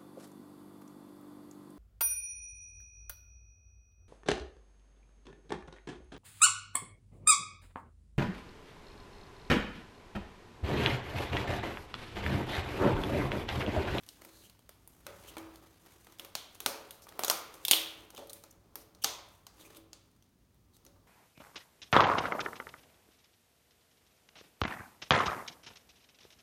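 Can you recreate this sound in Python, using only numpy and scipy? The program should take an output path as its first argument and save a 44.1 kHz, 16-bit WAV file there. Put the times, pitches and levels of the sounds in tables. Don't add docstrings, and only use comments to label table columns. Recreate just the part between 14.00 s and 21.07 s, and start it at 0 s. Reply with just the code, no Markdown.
import sys
import numpy as np
from scipy import signal
from scipy.fft import rfft, irfft, next_fast_len
from scipy.io import wavfile
from scipy.ndimage import map_coordinates

SR = 44100
rng = np.random.default_rng(int(sys.argv[2]) if len(sys.argv) > 2 else 0)


def put_to_file(sound):
    columns = np.atleast_2d(sound).T
    safe = np.clip(columns, -1, 1)
    whole_steps = np.round(safe * 32767)
    wavfile.write(sys.argv[1], SR, whole_steps.astype(np.int16))


def ratio(d):
    e = np.asarray(d, float) / 20
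    return 10 ** e


N = 311787

# t/s, level before trim and grain/dB, treble against level/dB
RUB_CURVE = [(0.0, -66.5, 0.5), (0.4, -62.5, -0.5), (0.71, -74.5, -1.5), (1.0, -67, -0.5),
             (1.25, -56.5, -1), (1.41, -55, -13), (1.75, -65.5, -3), (2.05, -66, 1.5), (2.85, -62, -5),
             (2.96, -67.5, 2), (3.12, -57, -13), (3.95, -59, 4), (4.14, -61.5, -17), (4.37, -64.5, 5.5),
             (4.51, -73.5, -12.5), (4.94, -65, -18), (5.35, -73, 7.5), (5.47, -75.5, -5.5), (5.62, -59, -4),
             (5.77, -62, 0.5), (5.85, -68, -20), (6.05, -74, -2.5), (6.25, -87.5, 5), (7.07, -69, -25)]
# f/Hz, relative density/dB per Hz
DULL_COLOUR = [(150, -28.5), (300, 3), (600, -6.5), (1200, -6), (2000, -28.5)]
MIDDLE_COLOUR = [(900, -25.5), (1500, -2.5), (3300, -5), (5000, -7), (7000, -34)]
HISSING_COLOUR = [(4000, -22.5), (6000, 1), (9300, -0.5), (13500, -1.5), (16000, -8)]
RUB_TRIM_DB = -5.5
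MIDDLE_FOLLOWS, MIDDLE_DB = .6, -2

# t/s, level/dB
DRONE_LEVEL = [(0.0, -70), (0.06, -69), (0.98, -67.5), (1.18, -61.5), (1.83, -69), (5.18, -66.5),
               (6.18, -70.5), (7.07, -65)]
# f/Hz, relative density/dB per Hz
DRONE_COLOUR = [(25, -23.5), (40, -12.5), (55, 3.5), (75, -6.5), (98, 3), (125, -6.5), (195, -6.5),
                (260, -35.5)]
# f/Hz, relative density/dB per Hz
AIR_COLOUR = [(150, -8.5), (250, -1), (320, -5.5), (500, -14.5), (1000, -19.5), (2500, -27), (6300, -27),
              (10000, -32.5), (13000, -35), (16500, -41.5)]
AIR_DB = -72

# bending/dB, click/dB, fizz/dB
BREAKS = [(0.034, -50, -11, -9, -6), (0.0884, -36.5, -29, -12, -8.5), (0.2188, -44, -5.5, -31, -9),
          (0.2484, -48, 1.5, -13, 1.5), (0.6916, -43, -6.5, -7.5, -4), (0.875, -53, -5.5, -18, 8),
          (1.066, -34.5, 0.5, -8.5, -8), (1.368, -41, 9, -8, -10), (2.0687, -49.5, 1.5, -7, -10.5),
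          (2.1956, -39.5, -0.5, 2.5, -0.5), (2.2476, -40.5, -3.5, -4, -4.5),
          (2.3519, -22, -12, -3.5, -10.5), (2.5476, -48, -15, -12, -4.5), (2.6027, -31.5, -8, -6, -3),
          (2.661, -14.5, -8.5, -33, -7.5), (2.9079, -39, -13, -2.5, 0), (3.0684, -57, 8, -6, 0),
          (3.0854, -57, 9.5, -2, -19), (3.1228, -52.5, 6, -4, -9.5), (3.1921, -29.5, 2.5, -3, 1.5),
          (3.235, -18.5, -11, -17, -16), (3.2466, -20, -9.5, -17.5, -5.5), (3.2809, -21.5, -8.5, -18, -8),
          (3.2987, -12.5, -8.5, -17, -6), (3.6503, -24, -23.5, -1, -1.5), (3.682, -22.5, -16, 2.5, 0),
          (3.7111, -6.5, -18, -3.5, -3.5), (3.7156, -18, -33, 2.5, 0), (3.7324, -20.5, -9, 10, -13.5),
          (4.1618, -49, -22, 4.5, -5), (4.1699, -39.5, -14, -5, -14), (4.1775, -38.5, -8.5, -3, -10.5),
          (4.1913, -48, -1, 0, -4), (4.2711, -53, -8, -11, 1), (4.3039, -47, -7, -12.5, 1),
          (4.3314, -38.5, -29, -18.5, 3), (4.4375, -41, -6, -16, -8), (4.7555, -33, -9.5, -23.5, -3),
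          (4.9484, -48.5, -15, -17.5, -12), (5.0432, -10.5, -13.5, -17, -18),
          (5.4669, -37.5, -10, -23.5, -15.5), (5.7475, -49.5, -12, 2, -7.5), (5.7686, -49.5, -5, -4.5, 1),
          (5.9306, -35, -16.5, -17.5, -23.5), (6.2237, -54.5, -17.5, -8, -13),
          (6.766, -51, -14.5, -9.5, -7), (6.8498, -50, -10.5, -28, -4), (6.864, -46, -8, -31.5, -13.5)]
# f/Hz, width/Hz, level/dB
SHEET_MODES = [
    [(4510, 5100, 17), (6500, 2800, 15)],
    [(457, 790, 27), (750, 600, 29)],
    [(1260, 600, 26.5), (2220, 1000, 21.5)],
    [(3350, 1500, 26.5)],
    [(9230, 2600, 22.5), (12500, 5400, 23)],
]
# mean delay/s, level/dB
EARLY_ECHOES = [(.0011, -13), (.0023, -3.5), (.0031, -18.5), (.0047, -6.5), (.009, -12.5)]
PANEL_DB = 1.4
TICKS_PER_S, TICK_DB, TICK_SPREAD_DB = 3.7, 14, 1.5
# bending/dB, click/dB, fizz/dB
TICK_SHARES = (-10.5, -9, -5)
SNAP_DELAY_S = .0007

# start t/s, length/s, level/dB, centre f/Hz
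GRAINY_BURSTS = [(0.245, 0.28, -67.5, 4100), (0.421, 0.064, -65, 3050), (1.267, 0.045, -56, 3030),
                 (3.012, 0.047, -63, 5260), (3.303, .018, -34, 1130), (4.13, .03, -56.5, 552),
                 (4.166, 0.0903, -53, 626), (4.294, 0.01, -50, 3890), (4.506, 0.012, -59.5, 6500),
                 (4.8, 0.032, -65.5, 5500), (5.017, 0.022, -52.5, 3000), (5.038, 0.0047, -33, 5200),
                 (5.588, 0.051, -62.5, 3450), (5.642, 0.035, -61, 2390), (5.756, 0.027, -61.5, 3400),
                 (6.729, 0.048, -71.5, 4020)]
# centre f/Hz, level/dB
BURST_HISS_LEVEL = [(600, -15), (1100, 3), (4000, 2.5)]

# t/s, level before trim/dB, all modes but the first against it/dB
TABLE_PUSHES = [(0.247, -52, -1), (1.064, -54, 11.5), (1.368, -33, -13.5), (2.072, -57, -11),
                (2.193, -55, 6), (2.66, -42.5, 7), (3.192, -56.5, 16.5), (3.299, -43.5, 3),
                (3.714, -33.5, -7), (4.177, -51, 12), (4.435, -58, -0.5), (4.756, -51.5, 2.5),
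                (5.043, -47, 2.5), (5.627, -51, -1), (5.766, -46.5, -7), (6.855, -60, 5.5)]
# f/Hz, level/dB, t60/s
TABLE_MODES = [(325.4, -1, 0.76), (259.5, -7.5, 0.45), (369, -7.5, 0.44), (444, -7.5, 0.93),
               (550, -3.5, 0.82), (578, -4.5, 0.86)]
PUSH_TRIM_DB = -9.0
UPPER_BLUR_HZ = 6.5

# f/Hz, t60/s
ROOM_DECAY = [(200, 0.21), (530, .75), (1400, 0.78), (3700, 0.53), (9700, .33), (16000, 0.35)]
# f/Hz, width/Hz, level/dB
PORT_DIPS = [(7650, 717, -2.5), (10300, 430, -2.5)]
TOP_HZ, OVERLOAD = 16600, .85


def unit(x):
    return x / np.sqrt(np.mean(x ** 2) + 1e-20)


def along(points, hz):
    f, v = np.transpose(points)
    return np.interp(np.log(hz + 1), np.log(f + 1), v)


def filtered(x, response):
    m = next_fast_len(x.shape[-1] + 4096)
    spectrum = rfft(x, m) * response(np.fft.rfftfreq(m, 1 / SR))
    return irfft(spectrum, m)[..., :x.shape[-1]]


def noise(colour):
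    return unit(filtered(rng.standard_normal(N), lambda hz: ratio(along(colour, hz))))


def wobble(rate):
    knots = rng.standard_normal(int(N * rate / SR) + 4)
    return map_coordinates(knots, [np.arange(N) * rate / SR])


def add(out, s, x):
    out[round(s * SR):][:len(x)] += x


def room(x, wet_db):
    hz, t, z = signal.stft(rng.standard_normal(SR * 3 // 4), SR, nperseg=256)
    decay = ratio(-60 * t / along(ROOM_DECAY, hz)[:, None])
    tail = signal.istft(z * decay, SR, nperseg=256)[1]
    build_up = 1 - np.exp(-np.arange(len(tail)) / SR / 0.0037)
    answer = ratio(wet_db) * tail / np.linalg.norm(tail) * build_up
    return signal.fftconvolve(x, answer)


def rubbing():
    s, level_db, treble_db = np.transpose(RUB_CURVE)
    middle_db = level_db + MIDDLE_DB + MIDDLE_FOLLOWS * treble_db
    levels_db = level_db, middle_db, level_db + treble_db
    time = np.arange(N) / SR
    grip = 1.8 * wobble(25) + 2.7 * wobble(180)
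    dry = np.zeros(N)
    for db, colour in zip(levels_db, (DULL_COLOUR, MIDDLE_COLOUR, HISSING_COLOUR)):
        band_db = np.interp(time, s, db) + RUB_TRIM_DB + grip + 1.5 * wobble(27)
        dry += ratio(band_db) * noise(colour)
    out, step = np.pad(dry, (0, 2 * SR)), SR // 3
    for k in range(0, N, step):
        add(out, k / SR, room(dry[k:k + step], wet_db=-9))
    return out[:N]


def air():
    drone_db = np.interp(np.arange(N) / SR, *np.transpose(DRONE_LEVEL))
    drone = ratio(drone_db) * noise(DRONE_COLOUR)
    hiss = ratio(AIR_DB + .7 * wobble(1.7)) * noise(AIR_COLOUR)
    return drone + hiss


def ringing(shares_db, uneven_db, size=8192):
    f = np.fft.rfftfreq(size, 1 / SR)
    power = np.zeros(len(f))
    for share_db, modes in zip(shares_db, SHEET_MODES):
        for centre, width, db in modes:
            damping = (f * width) ** 2
            resonance = damping / ((centre * centre - f * f) ** 2 + damping)
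            power += ratio(2 * (share_db + db)) * resonance ** 2
    ripple_db = uneven_db * map_coordinates(rng.standard_normal(80), [9 * np.log(1 + f / 100)])
    cepstrum = irfft(np.log(ratio(ripple_db) * np.sqrt(power + 1e-8)))
    cepstrum[1:size // 2] *= 2
    cepstrum[size // 2 + 1:] = 0
    return irfft(np.exp(rfft(cepstrum)))[:size // 8]


def ticks():
    draw = rng.random((round(TICKS_PER_S * N / SR), 2))
    s = draw[:, 0] * N / SR
    rub_db = np.interp(s, *np.transpose(RUB_CURVE)[:2])
    db = rub_db + TICK_DB - TICK_SPREAD_DB * np.log(draw[:, 1] + .05)
    return [(when, size_db, *TICK_SHARES) for when, size_db in zip(s, db)]


def snaps():
    out, t = np.zeros(N + SR), np.arange(512) / SR
    for s, db, bend_db, *bright_db in list(BREAKS) + ticks():
        shares_db = [0, bend_db, bend_db + PANEL_DB, *bright_db]
        spikes = rng.standard_normal(len(t)) * ratio(4 * rng.standard_normal(len(t)))
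        tear = spikes * ratio(-14.5 - 60 * t / .012)
        tear[0] = 1
        for lag, echo_db in EARLY_ECHOES:
            tear[round(lag * SR * rng.uniform(.85, 1.15))] += ratio(echo_db) * rng.choice([-1, 1])
        near = ringing(shares_db, uneven_db=2.5)
        around = ringing(shares_db, uneven_db=1.3)
        start = s + SNAP_DELAY_S
        add(out, start, ratio(db) * signal.fftconvolve(tear / np.linalg.norm(tear), near))
        add(out, start, ratio(db) * room(around, wet_db=-5.0))
    return out[:N]


def grainy_bursts():
    out = np.zeros(N + SR)
    for s, length, db, hz in GRAINY_BURSTS:
        count = round(length * SR)
        width = 350 + 0.19 * hz
        grit = rng.standard_normal((2, count)) * ratio(5.1 * rng.standard_normal(count))
        body = unit(filtered(grit[0], lambda f: (1j * f * width / (hz * hz - f * f + 1j * f * width)) ** 2))
        hiss = unit(filtered(grit[1], lambda f: ratio(along(HISSING_COLOUR, f))))
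        swell = np.hanning(count) ** 0.5
        sound = ratio(db) * swell * (body + ratio(along(BURST_HISS_LEVEL, hz)) * hiss)
        add(out, s, sound)
        add(out, s, room(sound, wet_db=-9.5))
    return out[:N]


def table():
    out, t = np.zeros(N + SR), np.arange(SR) / SR
    for s, db, others_db in TABLE_PUSHES:
        steps = rng.standard_normal((len(TABLE_MODES), SR))
        drift = np.sqrt(2 * np.pi * UPPER_BLUR_HZ / SR) * np.cumsum(steps, axis=1)
        hum = np.zeros(SR)
        for k, (hz, level_db, t60) in enumerate(TABLE_MODES):
            upper = k > 0
            mode_db = level_db + (others_db + rng.normal(0, 2.2)) * upper - 60 * t / t60
            hum += ratio(mode_db) * np.sin(2 * np.pi * hz * t + drift[k] * upper)
        soft_onset = 1 - np.exp(-t / 0.0048)
        add(out, s, ratio(db + PUSH_TRIM_DB) * hum * soft_onset)
    return out[:N]


def scene():
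    return (rubbing() + air() + snaps() + grainy_bursts() + table())[None]


def low_pass(x):
    return signal.sosfilt(signal.butter(12, 16810, fs=SR, output="sos"), x)


def record(dry):
    def response(hz):
        dips_db = sum(db * np.exp(-((hz - c) / w) ** 2) for c, w, db in PORT_DIPS)
        return ratio(dips_db) / (1 + (hz / TOP_HZ) ** 60)

    overloaded = dry / (1 + abs(dry / OVERLOAD) ** 4) ** (1 / 4)
    mix = filtered(overloaded, response)
    return low_pass(mix)


dry = scene()
out = record(dry)
put_to_file(out)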